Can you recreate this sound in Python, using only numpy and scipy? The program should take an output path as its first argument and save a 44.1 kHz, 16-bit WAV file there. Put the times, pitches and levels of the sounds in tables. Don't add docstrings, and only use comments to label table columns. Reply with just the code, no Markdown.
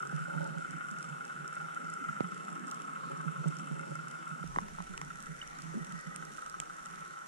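import sys
import numpy as np
from scipy import signal
from scipy.io import wavfile
from scipy.ndimage import uniform_filter1d

SR = 44100
rng = np.random.default_rng(int(sys.argv[2]) if len(sys.argv) > 2 else 0)


def digitize_waveform(pressure):
    field = np.atleast_2d(pressure).T
    bounded = np.clip(field, -1, 1)
    quanta = np.round(bounded * 32767).astype(np.int16)
    wavfile.write(sys.argv[1], SR, quanta)


N = 320607
T = np.arange(N) / SR
CUT_S = 4.435
AFTER = T >= CUT_S

FLOW_DB, SURGE_DB, SURGE_FADE_DB_S = -81, -55.5, 10.5
# centre in Hz, relative density in dB per Hz, likeness left to right (-1 to 1)
WASH_BANDS = [(121, -26, -0.49), (181, 1.5, 0.62), (240, -3, -0.024), (410, -6.5, -0.46),
              (642, -11.5, -0.83), (1090, -3, -0.99), (1710, -8.5, -0.4), (2870, -27, 0.74),
              (4920, -28.5, 0.0022), (9100, -26, 0.82), (11400, -36, -0.67), (14900, -26.5, 0.59)]
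WASH_DB = -49.5
# time in seconds, pocket murmur in dB,
# wash swell in dB (heard about its mean)
WATER_LEVELS = [
    [(0.0, -49.5, -65.5), (0.42, -53, -58), (0.7, -58, -61), (1.0, -58.5, -64), (2.0, -59, -63.5),
     (2.45, -58.5, -59.5), (3.05, -54.5, -63), (3.6, -54.5, -59.5), (3.95, -52, -63.5), (4.43, -56.5, -65)],
    [(4.44, -51, -65), (5.0, -55.5, -67.5), (5.35, -63, -66), (5.8, -56, -64), (6.3, -58, -66.5),
     (6.6, -62, -69.5), (7.27, -60, -66.5)],
]
# time in seconds, level in dB, pitch in Hz, left minus right in dB
BOOMS = [(0.134, -27, 154, -7), (0.199, -31, 157, -1), (0.359, -31, 159.4, -14), (0.404, -32, 160, -11),
         (0.565, -31.5, 164, -7.5), (0.69, -40, 160, -11), (0.738, -40, 160, -16.5), (0.965, -41, 160, -9),
         (1.098, -39.5, 148, -13), (1.42, -43.5, 158, -11), (1.84, -43.5, 158, -11),
         (2.014, -40.5, 269, -6), (2.629, -41, 188, -9), (3.509, -45, 275, -4), (4.621, -37.5, 209, 0),
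         (4.897, -37.5, 187, -7), (0.915, -36, 211, 0), (2.081, -39.5, 154, -8), (2.239, -33.5, 179, -7.5),
         (2.32, -38, 181, 3), (2.518, -40, 163, -7.5), (3.117, -37, 157, -5), (3.184, -36.5, 156, -7),
         (3.264, -29.5, 161, -13), (3.378, -30, 150, -6), (3.46, -22.5, 157, -8.5), (3.712, -27, 159.7, -5),
         (3.902, -31, 157.4, -11.5), (4.014, -37, 155, -6), (4.314, -38, 160, -15), (4.41, -39.5, 170, -7),
         (4.795, -39.5, 181, -14), (5.29, -34.5, 157, -4), (5.752, -30, 205, -2), (5.771, -30, 230, -0.5),
         (5.804, -33, 164, -7), (5.889, -41.5, 184, -9), (5.934, -35, 173, -7), (6.068, -35.5, 172, -7.5)]
BOOM_RISE_MS, BOOM_HOLD_MS, BOOM_RING_MS = 3.9, 9.9, 150
POCKET_HZ, QUICKER = 160, 0.71
# start in seconds, time to the fade in seconds, level in dB,
# largest bubbles in dB relative to that level
GURGLES = [(0.115, 0.021, -41, -10.5), (0.277, 0.21, -42, -12.5), (0.532, 0.058, -50, -16),
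           (3.095, 0.031, -48, -0.5), (3.227, 0.03, -52, -1.5), (3.437, 0.028, -43, -1),
           (3.72, 0.21, -49, -7.5), (4.781, 0.019, -53, 0), (5.738, 0.038, -54, 11.5)]
GURGLE_RISE_S, GURGLE_FADE_DB_S = 0.0041, 244
# pitch in Hz, nominal width in Hz, relative level in dB before the cut,
# the same after it, left minus right in dB, lead of the right in radians
TREBLE_MODES = [(2900, 950, -1, -6, 2, 0.9), (3880, 5100, -37, -16.5, -26.5, 3),
                (5770, 550, 0.5, 3, 5.5, 3.5), (7320, 1860, -7, 2.5, -10, 3.5),
                (7560, 1450, 2.5, -3.5, -10, 3.5), (9490, 1040, -4, -1.5, -10, 5),
                (13400, 940, -19, -12, -3, -5)]
# start in seconds, peak of the bright part in dB, dull part in dB relative to the bright
NEAR_SNAPS = [(0.0247, -37, -30), (0.073, -32.5, -27), (0.4754, -38, -30), (0.912, -35.5, -23),
              (1.0894, -40, -30), (1.554, -36, -32), (1.846, -39, -30), (5.049, -37, -30),
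              (5.2041, -36, -30), (6.0107, -36, -28), (6.379, -37, -30), (6.768, -38.5, -26),
              (7.191, -38, -30), (0.443, -34.5, -13), (0.584, -35.5, -5), (0.709, -33, -22),
              (0.987, -34, -28), (1.028, -31, -11), (1.252, -35, -32), (1.4787, -31.5, -17),
              (1.7468, -35, -10), (1.901, -32.5, -29), (1.9387, -31, -32), (2.529, -36, -26),
              (2.504, -43, -30), (2.596, -42, -30), (2.671, -35, -40), (2.6815, -37, -30),
              (2.6865, -40, -30), (2.6935, -39, -30), (2.7015, -40, -30), (2.713, -26, -35),
              (2.746, -33, -29), (3.176, -38, -22), (3.48, -35, -20), (3.4845, -33, -25),
              (3.5683, -37, -30), (3.587, -34.5, -12), (3.955, -33, -31), (4.084, -33.5, -10),
              (4.1125, -35, -12), (4.475, -35, -32), (4.552, -35.5, -30), (4.605, -38, -30),
              (5.432, -39, -30), (4.9771, -26.5, -6), (5.015, -29, -8), (5.226, -31, -38),
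              (5.5876, -35, -38), (5.6206, -33, -34), (6.072, -34, -31), (6.161, -23.5, -10),
              (6.252, -31.5, -31), (6.463, -33.5, -11), (6.498, -28.5, -37), (6.601, -19, -8),
              (6.6155, -35, -30), (6.859, -30.5, -29), (6.9586, -34, -16)]
CRACKLE_PER_S, CRACKLE_DB = 900.0, -60
CRACK_DB, CRACK_MS = -0.5, 0.03
# start in seconds, relative size in dB, time scale of the left swing in ms,
# of the right swing in ms, left minus right in dB
BUMPS = [(0.054, -34, 1.15, 1.55, -4), (.127, -26, 1.35, 1.6, -2), (2.2061, -12.5, 0.96, 1.44, -7.5),
         (3.458, -30, 1.3, 1.8, 10), (3.713, -27.5, 2.1, 2.8, 5.5), (4.440, -31, 1.8, 1.8, -8.5),
         (4.5719, -25, 2.1, 1.6, 2)]
CLICK_MS = 0.036
# start in seconds, level in dB, contact in ms (never under 0.1)
TAPS = [(4.5604, -18.5, 0.51), (4.5854, -14, 0.54), (4.684, -35, 0.17), (4.785, -31, 0.71),
        (4.803, -28, 0.65), (4.977, -30.5, 0.089), (5.0144, -25, 0.36)]
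# start in seconds, relative level in dB, pitch in Hz
TICKS = [(5.4147, -26, 2960)]
# pitch in Hz, nominal width in Hz, engine share in dB before the cut,
# engine share in dB after it, tap share in dB, left minus right in dB, lead of the right in radians
HOUSING_MODES = [(560, 92, -8.5, -5.5, -19, -0.5, -3.0), (813, 65, -4.5, -0.5, -8.5, 0.5, -3.0),
                 (1083, 64, -8.5, -4.5, 3.5, -0.5, -2.5), (1242, 89, 6, 9, -27, 3.5, -2.5),
                 (1340, 99.3, 7.5, 7.5, -19, 1, -1.5), (1485.5, 142, -3.5, -2, -17, -6.5, -1.15),
                 (1938, 91, -15.5, -1.5, 0.5, -0.5, 4), (2136, 120, -15, -24, -30, 10, 2.5),
                 (2656, 100, -19, -29, -22, -8, 0.5), (3037, 76, -20, -19, -39, -4, -0.4),
                 (3640, 260, -29.5, -22.5, -13.5, 5.5, 0.7)]
MAIN = 4
LOW_CUT_HZ = 137.8
# time in seconds, level in dB, change of the mode near 1 kHz in dB
ENGINE_LEVELS = [
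    [(0.0, -42, 0), (0.3, -41, 3), (0.6, -43, -2), (1.2, -43.5, 3), (2.05, -39.5, -1), (2.4, -46, 8),
     (3.03, -44.5, 14), (3.85, -46, 6.5), (4.43, -42.5, 6)],
    [(4.44, -54.5, -6), (5.09, -51, 8), (5.59, -54.5, -22), (6.1, -47, 1), (7.27, -47, 10)],
]
# time in seconds, main mode in Hz, then changes in dB of
# its lower neighbour, its upper neighbour and the mode near 2 kHz
CASE_TURN = [
    [(0, 1350, -2, 3.5, -2), (0.5, 1407, -6.5, 2, 5), (1.0, 1400, -3.5, 1.5, 0), (1.5, 1383, -10.5, 0, -1),
     (2.1, 1360, -4, -6.5, 9), (2.6, 1324, 2.5, -0.5, 8), (3.0, 1315, 3, 1, -15), (3.4, 1363, -1, 0, 5),
     (4.0, 1372, -6, -1.5, 0), (4.43, 1360, -3.5, 1, -3)],
    [(4.44, 1327, 0, 1, -5), (5.2, 1340, -14, 3, 2.5), (5.7, 1370, 0, 1, 4), (6.0, 1278, -14, 0, 6),
     (6.5, 1294, -1, 1.5, -6), (7.27, 1348, -9, -5, 0)],
]
CYLINDERS_DB = [(0, -14.5, -3.5, -5), (2, -12.5, -3, -37)]
# time in seconds, lag in ms
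FIRING_LAG = [(0, 10.8), (4.43, 6.9), (4.44, 0.79), (5.9, 12), (7.27, 6.3)]
# time in seconds, level in dB (the peak stands 3 dB above it), main mode in Hz
LOUD_KNOCKS = [(0.0278, -39, 1462), (0.1146, -41, 1330), (0.2593, -41, 1340), (0.2967, -40, 1425),
               (0.3745, -39.5, 1405), (0.6469, -36.5, 1354), (0.7317, -40, 1356), (0.8086, -39, 1436),
               (1.0425, -40.5, 1280), (1.2077, -37.5, 1360), (1.2979, -38.5, 1444), (1.3628, -40.5, 1340),
               (1.4082, -44, 1340), (1.5259, -38.5, 1340), (1.5658, -35.5, 1385), (1.6846, -39.5, 1294),
               (1.7644, -36.5, 1370), (1.8437, -41, 1380), (1.9245, -45.5, 1375), (2.0023, -40, 1340),
               (2.0877, -35, 1366), (2.1655, -39, 1355), (2.2438, -38.5, 1313), (2.3196, -39, 1340),
               (2.4813, -39, 1340), (2.9612, -42, 1400), (3.2031, -40.5, 1516), (3.2809, -39.5, 1340),
               (3.3603, -41.5, 1374), (3.4401, -43.5, 1365), (3.5234, -40.5, 1390), (3.7938, -39.5, 1400),
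               (3.9544, -40.5, 1350), (4.0716, -42, 1340), (4.1395, -42.5, 1390), (4.9383, -42, 1320),
               (5.4257, -41.5, 1346), (5.5893, -44.5, 1380), (5.9884, -45, 1280), (6.0672, -41, 1304),
               (6.2249, -38, 1320), (6.382, -41.5, 1290), (6.4224, -42, 1360), (6.5411, -38.5, 1330),
               (6.6973, -43, 1357), (6.8574, -41.5, 1363), (7.1009, -43.5, 1350), (7.1702, -44.5, 1367)]
FIRING_HZ = 25.12
SAME_AGAIN, HALF_CYCLE_DB = 0.8, -4.5
CLACK_EARLY_MS, CLACK_MS = 4.2, 4.4
ECHO_MS, ECHO_DB = 6.5, -6
TOP_HZ = 15700


def undb(db):
    return 10 ** (np.asarray(db) / 20)


def unit(x):
    return x / np.sqrt(np.mean(np.abs(x) ** 2))


def curves(tables):
    times, *columns = np.transpose(np.vstack(tables))
    return [np.interp(T, times, column) for column in columns]


def either(before_db, after_db):
    return np.where(AFTER, undb(after_db), undb(before_db))


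def walk(rate):
    hold = int(SR / rate)
    steps = np.repeat(rng.standard_normal(N // hold + 1), hold)
    return 1.85 * uniform_filter1d(uniform_filter1d(steps, hold), hold)[:N]


def add(out, start_s, sound):
    i = int(start_s * SR)
    out[..., i:i + sound.shape[-1]] += sound[..., :N - i]


def filtered(design, x):
    return signal.sosfilt(design, x)


def click(t, db, late_ms, ms):
    u = (t * 1000 - late_ms) / ms
    return -undb(db) * u * np.exp(0.5 - u ** 2 / 2)


def ring(x, hz, width_hz):
    r = np.exp(-np.pi * width_hz / SR)
    return signal.lfilter([1 - r], [1, -r * np.exp(2j * np.pi * hz / SR)], x)


def plates(z, pan_db, lead):
    z = np.atleast_2d(z)
    left = undb(pan_db / 2) * z[0].imag
    right = undb(-pan_db / 2) * (z[-1] * np.exp(1j * lead)).imag
    return np.array([left, right])


def housing(push, gains, spread, sharp, main_hz=HOUSING_MODES[MAIN][0]):
    modes = [ring(ring(push, f, spread * w), f, sharp * w) for f, w, *_ in HOUSING_MODES]
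    turn = np.exp(2j * np.pi * np.cumsum(main_hz * np.ones(len(push))) / SR)
    main_width = HOUSING_MODES[MAIN][1]
    modes[MAIN] = turn * ring(ring(push / turn, 0, spread * main_width), 0, sharp * main_width)
    return sum((-1) ** k * gain * plates(z, pan, lead)
               for k, (gain, z, (*_, pan, lead)) in enumerate(zip(gains, modes, HOUSING_MODES)))


def rumble():
    band = signal.butter(1, [7.0, 40.0], "band", fs=SR, output="sos")
    flow = filtered(band, rng.standard_normal((3, N)))
    size = undb(FLOW_DB) + AFTER * undb(SURGE_DB - SURGE_FADE_DB_S * (T - CUT_S))
    sway_db = 1.5 * walk(7.6) + np.array([[-1.0], [1.0]])
    return size * undb(sway_db) * unit(flow[0] + 0.5 * flow[1:])


def wash():
    hz, db, alike = np.transpose(WASH_BANDS)
    swell_db = curves(WATER_LEVELS)[1]
    swell_db = swell_db - swell_db.mean()
    out = 0
    for f in 125 * 2 ** np.arange(0, 7, 1 / 3):
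        likeness = np.interp(np.log(f), np.log(hz), alike)
        band = signal.butter(2, [f / 1.144, f * 1.143], "band", fs=SR, output="sos")
        mid, side = filtered(band, rng.standard_normal((2, N)))
        flicker_db = min(2.4, 12000.0 / f) * walk(12)
        gain = undb(np.interp(np.log(f), np.log(hz), db) + min(370.0 / f, 1) * swell_db + flicker_db)
        opposed = np.sqrt(1 - likeness) * side * np.array([[1], [-1]])
        out = out + gain * (np.sqrt(1 + likeness) * mid + opposed)
    return unit(out) * undb(WASH_DB)


def air_pocket():
    murmur = np.array([undb(db) * unit(ring(ring(rng.standard_normal(N), hz, 27.5), hz, 26.0).imag)
                       for hz, db in [(144, -3.0), (162, 5.5)]])
    out = murmur * undb(curves(WATER_LEVELS)[0] + 2.77 * walk(14))
    t = T[:8192]
    leads = 2.07 + 0.45 * rng.standard_normal(len(BOOMS))
    for (s, db, hz, pan), lead in zip(BOOMS, leads):
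        ms = t * 1000 * (hz / POCKET_HZ) ** QUICKER
        swell = (1 - np.exp(-ms / BOOM_RISE_MS)) ** 2
        decay = undb(-60 * np.clip(ms - BOOM_HOLD_MS, 0, None) / BOOM_RING_MS)
        boom = plates(swell * decay * np.exp(2j * np.pi * hz * t), pan, lead)
        add(out, s - 1.76 / hz, undb(db) * boom)
    return out


def gurgle():
    pops = (rng.random(N) < 300.0 / SR) * rng.standard_normal(N)
    bubbles = [(354.0, 115.0, -1.0, -1.3, -2.0), (561.0, 35.0, 0.0, 1.0, -3.0), (873.0, 80.0, -10.0, 0.0, -2.0)]
    large, *small = [undb(db) * plates(unit(ring(ring(pops, hz, 170.0), hz, width)), pan, lead)
                     for hz, width, db, pan, lead in bubbles]
    sizes, t = np.zeros((2, N)), T[:SR // 2]
    for s, length, db, large_db in GURGLES:
        fade_db = GURGLE_FADE_DB_S * np.clip(t - length, 0, None)
        swell = np.clip(t / GURGLE_RISE_S, 0, 1) * undb(db - fade_db)
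        add(sizes, s, swell * undb([[0], [large_db]]))
    return sizes[0] * sum(small) + sizes[1] * large


def far_shrimp(spread_db=6.0, hiss_db=-0.5):
    snaps = rng.random(N) < CRACKLE_PER_S / SR
    size = undb(spread_db * rng.exponential(size=N).clip(0, 3.2))
    swing = rng.standard_normal(N) + 0.79 * rng.standard_normal((2, N))
    far = unit(snaps * size * swing) * undb(1.6 * walk(7.9))
    push = far + undb(hiss_db) * rng.standard_normal((2, N))
    crackle = sum((-1) ** k * either(a, b) * plates(ring(ring(push, f, 1.38 * w), f, w), pan, lead)
                  for k, (f, w, a, b, pan, lead) in enumerate(TREBLE_MODES))
    return unit(crackle) * undb(CRACKLE_DB)


def near_shrimp():
    out, t = np.zeros((2, N)), T[:512]
    colours_db = 2.5 * rng.standard_normal((len(NEAR_SNAPS), len(TREBLE_MODES)))
    bursts = rng.standard_normal((len(NEAR_SNAPS), len(t))) * np.exp(-t / 0.0009)
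    bursts[:, 0] = 4.4
    crack = undb(CRACK_DB) * click(t, 0, 2 * CRACK_MS, CRACK_MS)
    for (s, db, dull_db), colour_db, burst in zip(NEAR_SNAPS, colours_db, bursts):
        parts = [undb((b if s > CUT_S else a) + g) * plates(ring(ring(burst, f, 2.2 * w), f, w), pan, lead)
                 for (f, w, a, b, pan, lead), g in zip(TREBLE_MODES, colour_db)]
        bright = sum(parts[1:])
        dull = parts[0] + crack * np.abs(parts[0]).max()
        snap = bright / np.abs(bright).max() + undb(dull_db) * dull / np.abs(dull).max()
        add(out, s, undb(db) * snap)
    return out


def bumps():
    out, t = np.zeros((2, N)), T[:2048]
    for s, db, *ms, pan_db in BUMPS:
        swing = t * 1000 / np.array(ms)[:, None]
        slowing = np.sin(6.1 * np.log(1 + swing) + np.array([[0], [-1.85]]))
        onset = (1 - np.exp(-9.0 * swing)) ** 2
        flex = slowing * np.exp(-0.25 * swing) / (1 + swing) ** 0.83 * onset
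        sides = undb(db + np.array([[pan_db], [-pan_db]]) / 2)
        add(out, s, sides * (flex + click(t, db=-27.5, late_ms=0.13, ms=CLICK_MS)))
    return filtered(signal.butter(4, 110.0, "high", fs=SR, output="sos"), out)


def taps():
    out, t = np.zeros((2, N)), T[:2048]
    for s, db, ms in TAPS:
        push = np.sin(np.pi * np.clip(t * 1000 / max(ms, 0.1), 0, 1))
        hit = housing(push, [undb(mode[4]) for mode in HOUSING_MODES], 19.0, 2.4)
        thin = click(t, db=-24, late_ms=0.9, ms=CLICK_MS)
        add(out, s, undb(db) * (hit / np.abs(hit).max() + thin))
    for s, db, hz in TICKS:
        tick = t / 0.0023 * np.exp(-t / 0.0022 + 2j * np.pi * hz * t)
        add(out, s, undb(db) * plates(tick, 0.0, -1.55))
    return out


def cyclic(count):
    period = int(round(count * SR / FIRING_HZ))
    fresh = rng.standard_normal((N // period + 1, period))
    fresh[1:] *= np.sqrt(1 - SAME_AGAIN ** 2)
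    return signal.lfilter([1], [1, -SAME_AGAIN], fresh, axis=0).ravel()[:N]


def clacks(times, size):
    early = (times - CLACK_EARLY_MS / 1000).clip(0)
    starts = np.bincount((early * SR).astype(int), np.sqrt(size), N)
    ms = T[:1024] * 1000
    rattle = signal.fftconvolve(starts, ms * np.exp(-2 * ms / CLACK_MS))[:N] * cyclic(count=4)
    rung = sum(plates(ring(ring(rattle, f, 3.2 * w), f, 1.7 * w), pan, lead)
               for f, w, *_, pan, lead in HOUSING_MODES[8:10])
    return unit(rung) * either(-72, -80)


def turning_case(level_db, near_1khz_db):
    gains = [either(a, b) for _, _, a, b, *_ in HOUSING_MODES]
    main_hz, *shares_db = curves(CASE_TURN)
    for mode, db in zip((2, 3, 5, 6), (near_1khz_db, *shares_db)):
        gains[mode] = gains[mode] * undb(db)
    place_db = np.where(AFTER, level_db[AFTER].mean(), level_db[~AFTER].mean())
    gains[7:] = [gain * undb(place_db - level_db) for gain in gains[7:]]
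    return gains, main_hz


def loud_knocks(noise, burst, gains, blow):
    out = np.zeros((2, N))
    blows = np.zeros(len(burst))
    blows[30] = blow
    blows[30 + int(ECHO_MS * SR / 1000)] = blow * undb(ECHO_DB)
    for s, db, hz in LOUD_KNOCKS:
        i = int(s * SR)
        push = noise[i:i + len(burst)] * burst + blows
        knock = housing(push, [gain[i] for gain in gains], 2.1, 0.64, hz)
        add(out, s - 0.002, np.sqrt(2) * undb(db) * knock / np.abs(knock.mean(axis=0)).max())
    return out


def engine(scatter_db=0.5, knock_ms=6.3, between_db=-9, fade_ms=70.0, blow=10.2):
    k = np.arange(int(N / SR * FIRING_HZ))
    time_chance, size_chance = rng.standard_normal((2, len(k)))
    times = k / FIRING_HZ
    times = times + np.interp(times, *np.transpose(FIRING_LAG)) / 1000 + 0.000777 * time_chance
    cylinder_db = np.array(CYLINDERS_DB)[(times > CUT_S) * 1, k % 4]
    size = undb(cylinder_db + scatter_db * size_chance)
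    clack = clacks(times, size)
    size[[np.argmin(np.abs(times - when)) for when, *_ in LOUD_KNOCKS]] = 0

    ms = T[:2048] * 1000
    burst = (1 - np.exp(-ms / 7.7)) * np.exp(-ms / knock_ms)
    firings = np.bincount((times * SR).astype(int), size, N)
    last = (np.searchsorted(times, T) - 1).clip(0)
    since_ms = 1000 * (T - times[last]).clip(0)
    roar = undb(between_db) * np.exp(-since_ms / fade_ms)
    envelope = signal.fftconvolve(firings, burst)[:N] + roar

    level_db, near_1khz_db = curves(ENGINE_LEVELS)
    gains, main_hz = turning_case(level_db, near_1khz_db)
    noise = unit(cyclic(count=4) + undb(HALF_CYCLE_DB) * cyclic(count=2))
    push = envelope * noise + 0.48 * blow * firings
    steady = unit(housing(push, gains, 5.8, 0.75, main_hz)) * undb(level_db)
    return clack + steady + loud_knocks(noise, burst, gains, blow)


def scene():
    sound = wash() + air_pocket() + gurgle() + far_shrimp() + near_shrimp() + taps() + engine()
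    low_cut = signal.cheby1(8, 0.5, LOW_CUT_HZ, "high", fs=SR, output="sos")
    return rumble() + bumps() + filtered(low_cut, sound)


def record(dry):
    soft = filtered(signal.butter(3, 11500.0, fs=SR, output="sos"), dry)
    return filtered(signal.ellip(8, 0.2, 70, TOP_HZ, fs=SR, output="sos"), soft)


dry = scene()
out = record(dry)
digitize_waveform(out)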